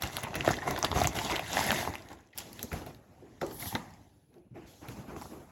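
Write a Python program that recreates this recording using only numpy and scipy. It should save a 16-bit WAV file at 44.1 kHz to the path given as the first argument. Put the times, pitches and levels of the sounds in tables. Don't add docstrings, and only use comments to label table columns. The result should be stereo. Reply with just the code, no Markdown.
import sys
import numpy as np
from scipy import signal
from scipy.fft import rfft, irfft, next_fast_len
from scipy.io import wavfile
from scipy.ndimage import uniform_filter1d, map_coordinates

SR = 44100
rng = np.random.default_rng(int(sys.argv[2]) if len(sys.argv) > 2 else 0)


def dump(signal):
    limited = np.clip(np.atleast_2d(signal).T, -1, 1)
    pcm = np.round(limited * 32767).astype(np.int16)
    wavfile.write(sys.argv[1], SR, pcm)


N = 242991
STFT = dict(fs=SR, nperseg=512, noverlap=384)


def amp(db):
    return 10 ** (np.asarray(db) / 20)


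def evened(x):
    return x / np.sqrt(np.mean(x ** 2) + 1e-20)


def locally_evened(x):
    return x / np.sqrt(uniform_filter1d(x ** 2, 9000) + 1e-12)


def read(points, hz):
    f, value = np.transpose(points)
    return np.interp(np.log(hz + 1), np.log(f + 1), value)


def curve(rows, t):
    s, *columns = np.transpose(rows)
    return [np.interp(t, s, c) for c in columns]


def add(mix, s, sound):
    part = mix[round(s * SR):][:len(sound)]
    part += sound[:len(part)]


def coloured(x, gain):
    size = next_fast_len(x.shape[-1])
    spectrum = rfft(x, size) * gain(np.fft.rfftfreq(size, 1 / SR))
    return irfft(spectrum, size)[..., :x.shape[-1]]


def band(hz, centre_hz, width_hz):
    return 1 / (1 + (2 * (hz - centre_hz) / width_hz) ** 2)


# frequency in Hz, left-right likeness from 0 to 1.
LIKENESS = [(60, 0.96), (150, .75), (300, 0.41), (600, 0.11), (1500, 0.097), (5000, 0.055)]


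def noise_pair():
    left, other = rng.standard_normal((2, N))
    shared = coloured(left, lambda hz: read(LIKENESS, hz))
    own = coloured(other, lambda hz: np.sqrt(1 - read(LIKENESS, hz) ** 2))
    return np.array([left, shared + own])


# frequency in Hz, time to fall by 60 dB in seconds.
SCATTER_DECAY = [(300, 0.26), (1500, 0.12), (6000, 0.12), (16000, 0.061)]


def scattered(pair, wet_db):
    hz, t, z = signal.stft(rng.standard_normal((2, SR // 3)), SR, nperseg=128)
    decay = amp(-60 * t / read(SCATTER_DECAY, hz)[:, None])
    tail = signal.istft(z * decay, SR, nperseg=128)[1]
    tail = np.pad(tail / np.linalg.norm(tail[0]), ((0, 0), (60, 0)))
    return pair + amp(wet_db) * signal.oaconvolve(pair, tail, axes=1)[:, :N]


# time in seconds, left minus right in dB, lead of the left microphone in ms.
HAND_PLACE = [(.2, 9, 0.15), (.7, 7.5, 0.19), (1.2, 6.5, 0.19), (1.6, 21, 0.035), (1.85, 12.5, 0.13),
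              (2.4, 4, 0.39), (2.8, 5, 0.51), (3.2, 8, 0.55), (3.7, 15, 0.55), (4.2, 0, 0.2),
              (4.85, -0.5, 0.51), (5.2, 3, 0.099)]


def placed(x):
    n = np.arange(N)
    pan_db, lead_ms = curve(HAND_PLACE, n / SR)
    delayed = map_coordinates(x, [n - lead_ms * SR / 1000], order=3)
    return np.array([x, amp(-pan_db) * delayed])


def strike(pair, s, db, rise_ms, t60, pan_db, stray_ms, carrier):
    lead_ms = curve(HAND_PLACE, s)[1] + stray_ms
    t = np.arange(len(carrier)) / SR
    rise = max(rise_ms, .1) / 1000
    swell = np.sin(np.pi / 2 * t / rise) ** 2
    decay = amp(-60 * (t - rise) / max(t60, .001))
    sound = np.where(t < rise, swell, decay) * carrier
    add(pair[0], s, amp(db + pan_db / 2) * sound)
    add(pair[1], s + lead_ms / 1000, amp(db - pan_db / 2) * sound)


RAGGED_DB, RAGGED_MS = 4.5, 1.2


def ragged(noise, peak_s):
    distance_ms = abs(np.arange(len(noise)) / SR - peak_s) * 1000
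    away = np.clip(distance_ms / RAGGED_MS - 1, 0, 1)
    jerks = evened(uniform_filter1d(noise, int(RAGGED_MS * SR / 1000) + 1))
    return amp(RAGGED_DB * away * np.clip(jerks, -2, 1.5))


def rings(table, stray_ms, waver, smooth_cycles, puff_share, jerky, wet_db):
    pair = np.zeros((2, N))
    chance = rng.standard_normal((len(table), 3, 6000))
    for (s, db, hz, t60, pan_db, rise_cycles), (a, b, luck) in zip(table, chance):
        drift = evened(uniform_filter1d(a, int(smooth_cycles * SR / hz) + 1))
        tone = np.sin(2 * np.pi * np.cumsum(hz * (1 + waver * drift)) / SR)
        puff = evened(coloured(b, lambda f: band(f, 1.76 * hz, 2.8 * hz) ** 2 * f / (f + hz / 2)))
        rise_s = rise_cycles / hz
        carrier = (tone + puff_share * puff) * ragged(luck, rise_s) ** jerky
        strike(pair, s, db, 1000 * rise_s, t60, pan_db, stray_ms * luck[0], carrier)
    return scattered(pair, wet_db)


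TICK_RISE_MS, TICK_STRAY_MS = 0.6, 0.065
# start in seconds, level in dB, pitch in Hz, left minus right in dB, relative level of the top in dB,
# time to fall by 60 dB in seconds.
CREASE_TICKS = [(0.0216, -17, 3374, -1.5, -7, 0.011), (0.0355, -23, 2760, 0, -17, 0.0084),
                (.052, -37, 3000, -2, -17, 0.0054), (0.06, -40, 3670, -7, -18, 0.0091),
                (0.074, -27, 6200, -8, -16, 0.004), (0.168, -24, 3960, -10.5, 9, 0.0017),
                (0.1781, -52, 2750, -5, -11, 0.0093), (0.181, -48, 2900, 4, -11.0, 0.0035),
                (0.218, -38.5, 2700, -1, -3, 0.0037), (0.2339, -27.5, 2500, -1, -0.5, 0.011),
                (0.239, -21.5, 2700, 3, -19, 0.0042), (0.2579, -37, 2700, 1, -13, 0.0036),
                (0.283, -41, 2570.0, 9, -24, 0.0082), (0.3061, -42, 3500, 2.0, -23, 0.011),
                (0.3327, -49, 2680, -2.0, -21, 0.0163), (0.3423, -32, 2590, -13, -25, 0.02),
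                (0.354, -22.5, 2680, 1, -5.5, 0.0071), (0.3578, -29, 2610, -3, -3, 0.0184),
                (0.3633, -33, 2660, -6, -14.0, 0.0037), (0.4078, -24, 2750.0, 1, -29, 0.011),
                (0.4253, -40, 4900.0, 0, -11, 0.0068), (0.4473, -34, 7660, -1, -4, 0.0128),
                (0.4626, -28, 3590.0, -9, -19, 0.014), (0.476, -27, 2750, 16, -24, 0.0055),
                (0.4893, -26.5, 3670, -10, 2, 0.0091), (0.5054, -36.5, 5500, -1, 4, 0.011),
                (0.533, -29, 2820, 6, -14.0, 0.0037), (0.5405, -26, 2550, 5, -20, 0.0045),
                (0.568, -31, 3070, -4, -11, 0.0098), (0.674, -41, 2680, -9, -11, 0.0078),
                (0.676, -49, 2640, -7, -19.0, 0.013), (0.706, -29, 3570, 0, -17, 0.02),
                (0.7093, -28, 6000, -2, 3.5, 0.01), (0.761, -38, 5300, -8, -13, 0.01),
                (0.789, -33, 6150, -11, 11, 0.0062), (0.8279, -18, 5800, 3.5, -28, 0.0037),
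                (0.847, -13.5, 3810, 2.5, -15, 0.0041), (0.8505, -30, 2800, -7, 2, 0.0041),
                (0.9152, -23, 3600, 0.5, -31, 0.011), (1.0008, -25.5, 5740, -1.5, -7, 0.017),
                (1.0165, -24, 3600, -0.5, -20.5, .01), (1.037, -23, 7500, -6, -1, 0.008),
                (1.0438, -20, 2470, -6, -19, 0.018), (1.054, -22, 2600, -0.5, -19.5, 0.017),
                (1.0721, -8, 6490, -1, -12.5, 0.0015), (1.0766, -54, 6960, -4, -15, 0.0049),
                (1.164, -27, 3350, -5, -24, 0.0097), (1.1871, -21.5, 2850, 0, -27, 0.024),
                (1.299, -27, 2460, 0, -20, 0.0097), (1.3047, -25, 2800, -8, -20, .012),
                (1.3154, -23.5, 3100, -7, -17, 0.016), (1.3228, -20, 2660, 4, -23, 0.0054),
                (1.3582, -27, 3120, -15, -21, 0.0055), (1.3631, -17.5, 2930, 4.0, -28, 0.0055),
                (1.3938, -21.5, 2670, 1.0, -13, 0.0085), (1.4621, -31.0, 2750, 1, -28, 0.013),
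                (1.5309, -20.5, 5650, -3, -25, 0.0078), (1.706, -13.5, 3000, 1, -31, 0.005),
                (1.7174, -16, 3230, 0.5, -7.5, 0.0099), (1.759, -21, 2750.0, 0, -21, 0.02),
                (1.851, -28, 2420, -2.0, -17, 0.008), (1.938, -38, 2940.0, -1, -13, 0.0088),
                (1.941, -49, 2980, 0, -10.0, 0.0085), (1.954, -32, 2460, -15, 6, 0.0051),
                (1.9935, -44, 2490, 3, -22, 0.021), (2.0208, -44.5, 4930, -2, -16, 0.0126),
                (2.0875, -40, 4800, -2.0, -8, 0.0032), (2.1294, -43.5, 7440, -11, -2, 0.014),
                (2.209, -60, 2630.0, -4, -22, 0.0092), (2.2726, -55, 7300, -5, -15, 0.0036),
                (2.329, -55, 2520, 7, -20.0, 0.02), (2.377, -29.5, 3640, 3, 5, 0.0098),
                (2.384, -22, 7400, -7, -1, 0.0079), (2.389, -28, 7800, -4, -12, 0.01),
                (2.403, -33.5, 2600, 0.5, -8, .015), (2.504, -54, 4180, -4, -10.0, 0.0128),
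                (2.53, -42.5, 4700, -1, 8, 0.012), (2.5929, -28.5, 2600, 1, -10, 0.01),
                (2.6291, -25, 6700, -4, 6, 0.0072), (2.716, -45, 3180, 6, -16, 0.0056),
                (2.7303, -35, 2620, 6, -6, 0.0081), (2.819, -44.5, 2950, 10, -16, 0.013),
                (2.838, -56, 2580.0, 2.0, -14, 0.0085), (2.8634, -43, 2740, 4, -3, 0.029),
                (2.947, -48, 3780, 1, -7.5, 0.012), (3.042, -103, 5870.0, 9, -9, 0.0136),
                (3.415, -28.5, 2640, 1, -16, 0.017), (3.4642, -38, 7550, -1, -5, 0.018),
                (3.5103, -44, 4580, 4, -14, 0.018), (3.605, -43, 2120, 2, -15, 0.017),
                (3.6247, -35, 2100, 2, -13.5, .022), (3.7511, -25, 3900, 3, -11.5, 0.0089),
                (3.907, -57.5, 5300, 6, -3, 0.017), (3.9376, -50, 7460, -9.0, -15, 0.0083),
                (4.3413, -49.5, 3740, 0, -18, 0.0041), (4.382, -64, 4510.0, 5.5, -8.5, 0.0085),
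                (4.8854, -35.5, 2880, 2, -2.5, 0.014), (5.165, -43, 6520, -10, -15, 0.0074),
                (5.2137, -38, 7200, 2, -9, 0.0031), (5.2202, -38.5, 7250, 7, -7.0, 0.0037)]


def ticks():
    pair = np.zeros((2, N))
    t, rise = np.arange(1500) / SR, TICK_RISE_MS / 1000
    chance = rng.standard_normal((len(CREASE_TICKS), 4, len(t)))
    for (s, db, pitch_hz, pan_db, top_db, t60), (a, b, c, luck) in zip(CREASE_TICKS, chance):
        lean = lambda hz: (hz > 1500) * (hz < 8500) * band(hz, pitch_hz, .9 * pitch_hz)
        wide = evened(coloured(a, lean))
        ring = np.sin(2 * np.pi * pitch_hz * t + 2.5 * uniform_filter1d(c, 12))
        u = (t - rise) * pitch_hz * 2.7
        click = np.sign(a[0]) * u * np.exp(.5 - u ** 2 / 2)
        top = evened(coloured(b, lambda hz: hz > 8500)) * 1.09 * np.exp(-abs(t - rise) / 0.0045)
        body = (0.75 * ring + 0.6 * wide) * ragged(luck, rise)
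        carrier = body + .6 * click + amp(top_db) * top
        strike(pair, s, db, TICK_RISE_MS, t60, pan_db, TICK_STRAY_MS * luck[0], carrier)
    return scattered(pair, wet_db=-10)


# start in seconds, level in dB, pitch in Hz, time to fall by 60 dB in seconds, left minus right in dB,
# rise in cycles.
FILM_POPS = [(0.0206, -35.5, 1280, 0.031, 3, 2.2), (0.0341, -35, 2200, 0.012, 12, 1.9),
             (0.043, -32, 890, 0.015, 13, 1.1), (0.1681, -40, 2050, 0.029, -1, 2.5),
             (0.1711, -34, 780, 0.025, 10, 2.7), (0.1827, -27.5, 976, 0.022, 2, 0.81),
             (0.2369, -33, 1060, 0.021, 0, 1.3), (0.2484, -29, 970, 0.012, 8.0, 0.99),
             (0.2676, -30, 910, 0.035, 3, 2.5), (0.3049, -37, 890.0, 0.013, -2, 2.3),
             (0.3324, -29.5, 820, 0.012, 6, 0.7), (0.3412, -31, 2110.0, 0.013, 3, 2.2),
             (0.3538, -27.5, 1960, 0.023, 9, 4.7), (0.3643, -45, 2000, 0.014, -2.0, 2.5),
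             (0.4481, -23, 1060, 0.016, 6.5, 0.98), (0.4618, -28, 905, 0.011, 6, 2.1),
             (0.4768, -10, 680, 0.016, 6, 0.77), (0.4896, -18, 1640, 0.0041, 4, 2.1),
             (0.5052, -19.5, 774, 0.014, 6, 1.8), (0.5332, -21, 1960, 0.019, 1, 1.6),
             (0.5395, -33, 1950, 0.021, -11, 2.5), (0.5812, -30.5, 790.0, 0.024, 7, 1.3),
             (0.5867, -26, 1750, 0.025, 1, 2.3), (0.6201, -30, 1860, 0.04, -1, 1.5),
             (0.6277, -33, 1010, 0.026, 10, 1.4), (0.6761, -21.5, 967, 0.02, 8, 1.9),
             (0.7045, -27.5, 805, 0.021, 6, 2.1), (0.7095, -25, 950, 0.012, 7, 1.8),
             (0.7135, -29, 1050, 0.012, 5, 1.1), (0.7617, -26.5, 1830, 0.025, 10.5, 1.9),
             (0.7765, -27, 924, 0.017, 3, 2.6), (0.7812, -30, 790, 0.012, 9, 3.7),
             (0.7765, -19.5, 1900, .012, 1, 1.6), (0.7883, -26, 910, 0.0074, 8, 0.74),
             (0.8281, -21, 1000, 0.0067, -2, 0.87), (0.837, -24.5, 740, 0.015, 9, 1.2),
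             (0.8447, -14.5, 870, 0.0047, 6, 0.52), (0.8646, -30, 1770, 0.047, -1, 2.3),
             (0.9155, -19, 960, 0.006, 5, 0.99), (0.9272, -26, 820, 0.011, 13, 1.1),
             (0.9573, -30, 744, 0.016, 7, 3.2), (.9598, -25, 1290, 0.011, -1, 1.8),
             (0.9819, -18, 930, 0.0038, 7, 1.1), (0.9815, -24, 2320, 0.0049, 7, .8),
             (0.9857, -31, 880, 0.011, 7, 2.1), (1.0149, -14.5, 674, 0.015, 5, 2.1),
             (1.0471, -25, 725, 0.039, 9, 4.3), (1.0723, -19, 853, 0.0082, 5, 0.98),
             (1.1532, -37, 830, 0.032, 7, 2.1), (1.1674, -32, 880, 0.01, 5.0, 2.9),
             (1.1877, -19.5, 1750, 0.014, 1, 1.7), (1.213, -30.5, 860, 0.04, 13, 2.1),
             (1.2578, -28, 876, 0.033, 1, 3.8), (1.281, -40, 820, .012, 6, 1.4),
             (1.2955, -30.5, 860, 0.02, 8, 1.7), (1.3171, -28, 1020, 0.03, 7, 2.3),
             (1.333, -32, 840, 0.012, 8, 1.1), (1.3465, -27, 1540, 0.012, -6, 1.1),
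             (1.379, -32, 910, .012, 5, 1.6), (1.3934, -27, 706, 0.014, -0.5, 2.7),
             (1.4251, -36, 856, 0.017, 13.5, 1.8), (1.4404, -40, 1900, 0.024, -1, 1.8),
             (1.4484, -36, 1840, 0.011, 2.0, 2.4), (1.462, -42, 1540.0, 0.026, 3, 1.3),
             (1.4786, -40, 1790, 0.019, 10, 2.9), (1.5008, -40, 840, 0.013, 6, 3.5),
             (1.5321, -35, 950, 0.02, 11, 3), (1.5688, -19, 2010, 0.013, 4, 1.8),
             (1.5696, -19, 812, 0.035, 6, 1.4), (1.5761, -25.5, 826, 0.017, 5, 5.1),
             (1.5785, -22, 1980, 0.011, -2, 3.1), (1.591, -19, 840, 0.01, 5, 1.5),
             (1.6093, -21.5, 820, 0.026, 4, 0.53), (1.6887, -24.5, 1750, 0.038, 3, 2.3),
             (1.7059, -22, 1730, 0.013, -3, 2.0), (1.7171, -17.5, 1570, 0.013, 4, 0.98),
             (1.7274, -21.5, 850, 0.0088, 9, 1.1), (1.8265, -28, 764, 0.011, 4, 2.2),
             (1.8502, -33, 880, 0.017, 12, 1.4), (1.8744, -19.5, 766, 0.01, 5, 1.2),
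             (1.8811, -40, 670, 0.046, -13, 2.8), (1.927, -36.5, 1830, 0.021, 5, 2.5),
             (1.9362, -35, 850, 0.039, 3, 2), (1.9375, -32, 1980, .02, 4, 2.3),
             (1.9536, -29.5, 2100, 0.009, 2, 2.1), (1.9536, -38, 790, 0.011, 1, 1),
             (2.0854, -43, 1960, 0.015, -1, 1), (2.113, -40, 960, 0.03, 9, 1.3),
             (2.1315, -40, 890, 0.0086, 7, 2.7), (2.3323, -49.5, 1940, 0.056, 1.0, 3.1),
             (2.377, -52, 905, 0.011, 12, 0.79), (2.3821, -47, 780.0, 0.016, -4, 2.8),
             (2.4043, -38, 990, 0.015, 3, 3.8), (2.505, -51, 1240, 0.021, -1, 1.8),
             (2.5926, -47, 2140, 0.02, -8, 3.5), (2.5979, -48, 950, 0.021, 12, 2.8),
             (2.6288, -40, 1320, 0.016, -3, 2.8), (2.6354, -41, 605, 0.016, 6, 1.5),
             (2.7163, -27.5, 1370, 0.018, 0, 1.1), (2.7286, -30, 597, 0.011, 9, 0.77),
             (2.7349, -27, 666, 0.0059, 1, 2.8), (2.7423, -35, 760, 0.0093, 11, 2.5),
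             (2.8176, -44, 664, 0.042, 1, 1.8), (2.8388, -48, 1270, 0.02, 2, 0.84),
             (2.8645, -37.5, 630, 0.02, 1, 2.8), (2.8748, -44, 634, 0.012, 6, 4.8),
             (3.4143, -26.5, 1370, 0.015, 3, 0.7), (3.4273, -23, 685, 0.0042, -6, 1.4),
             (3.4308, -21, 538, 0.027, 3.5, 1.6), (3.5116, -37, 910, 0.026, 6.5, 1.4),
             (3.5168, -40, 720, 0.019, -2, 3.4), (3.5852, -43, 950, 0.0099, 4, 2.6),
             (3.6237, -34.5, 704, 0.042, 2.5, 5.8), (3.6567, -30.5, 850, 0.021, 4.5, 1.9),
             (3.6617, -43, 686, 0.012, -4, 4), (3.7251, -30, 810, 0.028, 1, 1.5),
             (3.7526, -21, 802, 0.02, -0.5, 2.6), (4.8856, -36.5, 1400.0, 0.021, 6, 1.3),
             (5.1628, -41.5, 1070, 0.014, -19, 1.3), (5.214, -37, 820, 0.035, 0, 0.51),
             (5.2196, -35, 845, 0.015, -4, 1.6), (5.2248, -39, 870, 0.0062, -3.0, 2.7),
             (5.2547, -37.5, 770, 0.0062, 2.0, 2.4)]


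def pops():
    return rings(FILM_POPS, stray_ms=0.071, waver=0.13, smooth_cycles=0.64, puff_share=0.28, jerky=0.3,
                 wet_db=-12.5)


def crackle(per_s, spread_db, clump_db, decay_ms, count):
    clumps = amp(clump_db * evened(uniform_filter1d(rng.standard_normal(N), 500)))
    uneven = amp(spread_db * np.minimum(rng.exponential(1, N), 4))
    size = uneven * (rng.random(N) < per_s / SR) * clumps
    kind, t, out = rng.integers(0, count, N), np.arange(600) / SR, np.zeros(N)
    for k, pitch_hz in enumerate(np.geomspace(300, 12000, count)):
        burst = rng.standard_normal(len(t)) * np.exp(-t / (decay_ms / 1000 + .8 / pitch_hz))
        burst = coloured(burst, lambda hz: 0.63 + band(hz, pitch_hz, 1.6 * pitch_hz) ** 2)
        burst = np.sqrt(pitch_hz) * evened(burst)
        out += signal.oaconvolve(size * (kind == k), burst)[:N]
    return locally_evened(out)


def puckers(per_s, spread_db, cycles, count):
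    uneven = amp(spread_db * np.minimum(rng.exponential(1, N), 4))
    size = uneven * (rng.random(N) < per_s / SR)
    kind, out = rng.integers(0, count, N), np.zeros(N)
    for k, pitch_hz in enumerate(np.geomspace(350, 3000, count)):
        turns = np.arange(800) / SR * pitch_hz
        buckle = pitch_hz * turns * np.exp(-turns / cycles) * np.sin(2 * np.pi * turns)
        out += signal.oaconvolve(size * (kind == k), buckle)[:N]
    return locally_evened(out)


STROKE_RISE_S = 0.017
SOFT_FROM_S, SOFT_RISE_S = 4.4, 0.023
# time in seconds, relative level of the middle in dB, relative level of the treble in dB.
HANDLING = [(0.0, -48, -61), (0.15, -43, -57), (0.67, -43.5, -49.5), (1.12, -36.5, -49.5), (1.3, -58, -60),
            (1.6, -27, -34.5), (1.72, -32.5, -42.5), (2.12, -52, -63.5), (2.39, -66.5, -82),
            (2.56, -49.5, -54.5), (2.75, -59, -55.5), (2.96, -58, -74.5), (3.45, -59, -65),
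            (3.61, -58, -78), (3.78, -45.5, -68), (4.1, -77.5, -82), (4.59, -71, -91), (4.82, -65, -60),
            (5.06, -51, -67), (5.51, -59, -70)]
# start in seconds, hold in seconds, relative level of the middle in dB, of the treble in dB,
# fade in dB per second.
HAND_STROKES = [(0.002, 0.068, -34.5, -44, 199), (0.107, 0.035, -47, -46, 200),
                (0.143, 0.055, -41, -46.5, 199), (0.225, 0.016, -33.5, -62, 155),
                (0.338, 0.02, -33, -46, 57), (0.608, 0.018, -34.5, -68, 150), (0.768, 0.02, -36, -43, 189),
                (0.444, 0.069, -28.5, -39, 244), (0.654, 0.062, -31, -44, 150),
                (0.826, 0.017, -27.5, -49, 252), (0.934, 0.1, -27.5, -38.5, 256),
                (1.138, 0.19, -32, -39.5, 122), (1.29, 0.082, -32.5, -54, 124), (1.522, 0.3, -33, -37, 193),
                (2.094, 0.022, -43.5, -58, 153), (1.36, 0.012, -36, -64, 247), (1.91, 0.028, -47, -68, 144),
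                (2.343, 0.13, -49, -55.5, 66), (2.589, 0.041, -46.5, -52.5, 145),
                (2.705, 0.055, -37.5, -49, 118), (2.854, 0.02, -43, -55.5, 153),
                (3.186, 0.1, -64, -87.5, 99.5), (3.404, 0.018, -45.5, -49.5, 70), (3.51, 0.1, -71, -55, 46),
                (3.584, 0.092, -45, -44.5, 134), (3.7, 0.01, -43, -50, 66.5),
                (3.658, 0.018, -54, -40, 200.5), (4.315, 0.043, -65, -79.5, 100),
                (4.537, 0.099, -50.5, -69, 74.5), (4.655, 0.049, -72, -58, 64),
                (4.809, 0.093, -43, -69, 107), (5.064, 0.064, -40, -60, 170),
                (4.867, 0.058, -51, -53.5, 200), (2.369, 0.027, -42.5, -44.5, 157),
                (3.77, 0.036, -51, -80, 62), (5.2, 0.037, -51, -53.5, 150),
                (4.95, 0.054, -44.5, -57.5, 140), (5.147, 0.038, -42.5, -57, 200),
                (5.156, 0.13, -71, -57.5, 92), (5.24, .015, -50, -56, 250), (5.294, 0.045, -45, -60.5, 116),
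                (5.38, 0.037, -50, -64.5, 170), (5.47, .03, -53.5, -71, 100)]


def rubbing_db(t):
    power = amp(curve(HANDLING, t)) ** 2
    for start, hold, middle_db, treble_db, fade_db in HAND_STROKES:
        rise_s = SOFT_RISE_S if start > SOFT_FROM_S else STROKE_RISE_S
        rise = np.clip((t - start) / rise_s, 0, 1)
        fade = amp(-fade_db * np.maximum(t - start - hold, 0))
        power = power + (amp([[middle_db], [treble_db]]) * rise * fade) ** 2
    return 10 * np.log10(power)


BAG_GONE_S = 2.46
PULL_FROM_S, PULL_TO_S = 1.3, 1.86
FILM_GRAIN, PULL_GRAIN, CLOTH_GRAIN = 0.5, 0.36, 0.059
PUCKER_SHARE, PUCKER_HZ, PUCKER_WIDTH_HZ = 0.42, 1200, 3000
CLOTH_PUCKER = 0.18
POUCH_EMPTY_S = 2
BASS_DB, BASS_FOLLOWS = -48.5, 0.83
# frequency in Hz, width in Hz, boost in dB.
POUCH_AIR = [(820, 250, 1), (2080, 280, 4), (2750, 140, 4), (3600, 250, 4.5)]
# time in seconds, extra level of the bass in dB, of the highest treble in dB.
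END_COLOUR = [(0, -7, -0.5), (.5, 0, -5), (1.05, -1, 0), (1.4, -6, -3), (1.9, -1, 0), (2.3, -3.5, -3.5),
              (2.7, -0.5, 0), (3.1, -2.5, 0), (3.45, 2, -7), (3.55, 3, 13), (3.72, -6, 3.5), (3.85, -4, -6),
              (4.3, 6, 5), (4.65, -2, -0.5), (5, -2.5, 0), (5.51, -3, 2)]
# time in seconds, extra level near 1.9 kHz in dB, near 2.5 to 3.5 kHz in dB.
UPPER_COLOUR = [(0, 3.5, 1.5), (.7, 5, -3), (1.3, 1, 0), (1.8, 8.5, -1.5), (2.4, 2.5, -1), (3.0, -3, -4),
                (3.6, 5.5, -2), (3.85, 5, -4), (4.3, 1.5, 1.5), (4.6, -1.5, 0.5), (5.0, -5, -4),
                (5.51, -4, -5.5)]
# frequency in Hz, left minus right in dB.
BASS_FACING = [(60, 1.5), (300, 0), (800, -0.5), (2500, -2), (6000, 0.5)]


def rubbing_spectrum_db(hz, t):
    rub_db, treble_db = rubbing_db(t)
    heavier_db, brighter_db = curve(END_COLOUR, t)
    near_db, far_db = curve(UPPER_COLOUR, t)
    bass_db = BASS_DB + BASS_FOLLOWS * (rub_db + 45.5) + heavier_db
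    top_db = treble_db + brighter_db
    anchors = [
        (30, bass_db - 40.0), (55, bass_db + 3), (85, bass_db + 13.5),
        (180, bass_db + 5.0), (260, bass_db + 11.5), (480, bass_db + 2.0),
        (750, rub_db - 0.5), (1300, rub_db - 9.5),
        (1900, rub_db - 11.0 + near_db), (2500, rub_db - 12.0 + far_db),
        (3500, treble_db - 3.5 + far_db), (7000, treble_db - 8.5),
        (11500, top_db - 10.5), (16000, top_db - 18)]
    anchor_hz, anchor_db = zip(*anchors)
    share = np.array([read(list(zip(anchor_hz, row)), hz) for row in np.eye(len(anchors))])
    pouch_db = sum(db * band(hz, f, w) for f, w, db in POUCH_AIR)
    return share.T @ np.array(anchor_db) + np.outer(pouch_db, t < POUCH_EMPTY_S)


def rustle():
    s = np.arange(N) / SR
    bag_there = np.arange(N) < BAG_GONE_S * SR
    pulled = abs(s - (PULL_FROM_S + PULL_TO_S) / 2) < (PULL_TO_S - PULL_FROM_S) / 2
    grainy = np.where(pulled, PULL_GRAIN, np.where(bag_there, FILM_GRAIN, CLOTH_GRAIN))
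    film = crackle(per_s=800, spread_db=2.0, clump_db=4.5, decay_ms=.4, count=16)
    cloth = crackle(per_s=3600, spread_db=1.0, clump_db=1.0, decay_ms=0.44, count=16)
    grains = scattered(placed(np.where(bag_there, film, cloth)), wet_db=-7)
    left, right = noise_pair()
    slide = np.array([left, 0.99 * right + 0.12 * placed(left)[1]])
    hz, t, rubbed = signal.stft(np.sqrt(1 - grainy) * slide + np.sqrt(grainy) * grains, **STFT)

    buckles = placed(puckers(per_s=500, spread_db=1.5, cycles=1.5, count=24))
    buckled = signal.stft(scattered(buckles, wet_db=-0.5), **STFT)[2]
    pucker_share = PUCKER_SHARE * band(hz, PUCKER_HZ, PUCKER_WIDTH_HZ) ** 2
    pucker_share = pucker_share[:, None] * np.where(t < BAG_GONE_S, 1, CLOTH_PUCKER)
    mixed = np.sqrt(1 - pucker_share) * rubbed + np.sqrt(pucker_share) * 0.3 * buckled

    level_db = rubbing_spectrum_db(hz, t)
    blurred = uniform_filter1d(rng.standard_normal(level_db.shape), 6, 0)
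    patches = evened(uniform_filter1d(blurred, 8, 1))
    left, right = signal.istft(mixed * amp(level_db + 2.27 * patches + 10.0), **STFT)[1][:, :N]
    return np.array([left, coloured(right, lambda hz: amp(-read(BASS_FACING, hz)))])


# start in seconds, level in dB, pitch in Hz, time to fall by 60 dB in seconds, left minus right in dB,
# rise in cycles.
COUNTER_KNOCKS = [(.0337, -32, 140, 0.13, -6, 0.31), (.2341, -33, 224, 0.037, -2, 2.1),
                  (.3007, -47, 144, .04, 7, 0.46), (.374, -29, 103, 0.034, 3, 0.18),
                  (.4717, -22, 366, 0.023, 8, 3.6), (.5034, -21, 147, 0.012, 1, 0.74),
                  (.8347, -44, 125, 0.063, 11, 2), (.915, -38, 407, 0.026, 20, 7.2),
                  (.9824, -41, 120, 0.078, 11, 2.1), (1.0168, -27.5, 94, 0.16, 8, 0.29),
                  (1.0445, -26, 116, 0.018, -3, 2), (1.1491, -33, 269, 0.2, -2, 4.5),
                  (1.1847, -32, 109, 0.055, 3, 0.39), (1.226, -35, 216, 0.064, -3, 7.1),
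                  (1.3203, -31, 383, 0.15, 10, 3.3), (1.5304, -45, 270.5, 1, 12, 4.4),
                  (1.6875, -35.5, 134, 0.085, 23, 0.44), (1.7171, -25, 237, 0.074, 7, 0.69),
                  (1.8728, -37.5, 286, 0.18, 14, 1.1), (2.6305, -34, 267, 0.036, 0, 4.9),
                  (2.7207, -36, 74, 0.16, 15, 0.52), (2.7295, -27, 1600, 0.01, 5, 0.9),
                  (2.722, -38, 175, 0.064, 14, 1.7), (2.866, -39.5, 426, 0.055, 8, 1.7),
                  (2.8083, -40.5, 345, 0.08, 12, 3.7), (3.2205, -45, 340, 0.47, 1, 1),
                  (3.4135, -32, 2150, 0.013, 3, 0.6), (3.417, -22, 580, 0.035, 0, 1.5),
                  (3.427, -30, 371, 0.36, 4, 1.1), (3.435, -40, 250, 0.044, 11, 1.7),
                  (3.661, -42, 97, 0.082, 13.5, 1.3), (3.7422, -28.5, 228, 0.11, 4, 1.2),
                  (3.752, -22.5, 515, 0.049, 4.5, 0.34), (3.7535, -24, 1766, 0.021, 1, 0.78),
                  (3.7605, -32, 1040, 0.02, 5, 2.1), (3.788, -49, 203, 0.71, -2, 3),
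                  (4.35, -50.5, 309.4, 0.33, 4, 5), (4.505, -45, 134.8, 0.39, -0.5, 1.3),
                  (4.553, -45.5, 331, 0.42, -1.5, 3.7), (4.825, -54, 272, 0.13, -8, 2.1),
                  (4.8811, -36, 110, 0.12, 4, 0.35), (4.9811, -36, 208, 0.13, 1, 0.48),
                  (5.0967, -44, 331, 0.12, 3, 12), (5.165, -41, 285, 0.043, -23, 0.95),
                  (5.3169, -45, 345, 0.56, 8, 0.54)]


def knocks():
    return rings(COUNTER_KNOCKS, stray_ms=0.098, waver=0.26, smooth_cycles=0.77, puff_share=0.26, jerky=0.12,
                 wet_db=-13)


# time in seconds, extra path to the left microphone in ms, to the right in ms,
# strength left from 0 to 1, strength right from 0 to 1.
COUNTER_BOUNCE = [(0, 0.65, 1.48, 0.15, 0.43), (1.9, 1.16, 1.56, 0.15, 0.2), (2.4, 0.24, 0.68, 0, 0),
                  (3.0, 1.75, 1.7, 0.24, 0.2), (3.4, 0.9, 0.89, 0.14, 0.3), (4.0, 1.21, 0.98, 0.47, 0.52),
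                  (4.5, 1.3, 1.4, 0.03, 0.13), (5.51, 0.81, 1.4, 0, 0)]


def bounced(pair):
    n = np.arange(N)
    left_ms, right_ms, *strength = curve(COUNTER_BOUNCE, n / SR)
    dull = coloured(pair, lambda hz: band(hz, 0, 6400))
    copies = [g * np.interp(n - ms * SR / 1000, n, x)
              for x, ms, g in zip(dull, (left_ms, right_ms), strength)]
    return pair + copies


COUNTER_BLUR = .12
# frequency in Hz, relative level in dB, time to fall by 60 dB in seconds.
COUNTER_MODES = [(250, -1, 0.69), (345, 1, 0.52), (460, 1, 0.59), (510, -3, 0.22), (580, -2, 0.47),
                 (820, 1, 0.95), (950, -1, 0.41), (1190, 4.5, 0.45), (1650, -9.5, 0.5), (1900, -17, 0.41),
                 (2420, -24.5, .4), (3500, -23.5, 0.33), (5200, -27, .45)]
# start in seconds, level in dB, hardness in dB per octave.
FIRM_BLOWS = [(2.731, -54.5, -7), (3.428, -49.5, -4.5), (3.753, -56.5, 4), (4.886, -60, -7)]


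def counter():
    pair, t = np.zeros((2, N)), np.arange(SR // 2) / SR
    chance = rng.standard_normal((len(FIRM_BLOWS), 2, len(t)))
    for (s, blow_db, hardness_db), noise in zip(FIRM_BLOWS, chance):
        ring = np.zeros((2, len(t)))
        for hz, db, t60 in COUNTER_MODES:
            fuzzy = evened(coloured(noise, lambda f: band(f, hz, COUNTER_BLUR * hz)))
            ring += amp(db + hardness_db * np.log2(hz / 500) - 60 * t / t60) * fuzzy
        for side, sound in zip(pair, ring):
            add(side, s, amp(blow_db) * sound * np.minimum(t / 0.006, 1))
    return pair


ROOM_DB = -85
# frequency in Hz, relative level in dB per Hz.
ROOM_COLOUR = [(25, -18), (60, 15.5), (130, -4.5), (300, -1.5), (500, -19.5), (1000, -36.5), (1800, -21),
               (3000, -22), (7000, -43.5), (16000, -44.5)]
# frequency in Hz, width in Hz, level in dB before the swell.
HISS_BANDS = [(10420, 540, -82), (14700, 950, -83)]
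# time in seconds, change of level in dB.
HISS_SWELL = [(0, -5), (3.3, -12), (3.8, -2), (4.3, 0.5), (4.6, -12.5), (5.51, -7)]


def room():
    hum = amp(ROOM_DB) * evened(coloured(noise_pair(), lambda hz: amp(read(ROOM_COLOUR, hz))))
    thin = np.zeros(N)
    for f, w, db in HISS_BANDS:
        thin += amp(db) * evened(coloured(rng.standard_normal(N), lambda hz: band(hz, f, w)))
    return hum + thin * amp(curve(HISS_SWELL, np.arange(N) / SR)[0])


def scene():
    handling = ticks() + pops() + rustle() + knocks()
    return bounced(handling) + counter() + room()


SHARED_HZ, SKEW_MS, IN_STEP_HZ = 6850, 0.18, 11640
EDGE_HZ = 16500


def record(dry):
    left, right = dry
    shared = lambda hz: 1 / (1 + (SHARED_HZ / (hz + 1)) ** 12)
    skew = lambda hz: np.exp(2j * np.pi * (hz - IN_STEP_HZ) * SKEW_MS / 1000)
    own_low = coloured(right, lambda hz: np.sqrt(1 - shared(hz)))
    shared_treble = coloured(left, lambda hz: np.sqrt(shared(hz)) * skew(hz))
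    roll_off = signal.butter(4, 50, "high", fs=SR, output="sos")
    both = signal.sosfilt(roll_off, [left, own_low + shared_treble])
    limit = signal.firwin(255, EDGE_HZ, window=("kaiser", 9), fs=SR)
    return signal.oaconvolve(both, limit[None], "same")


dry = scene()
out = record(dry)
dump(out)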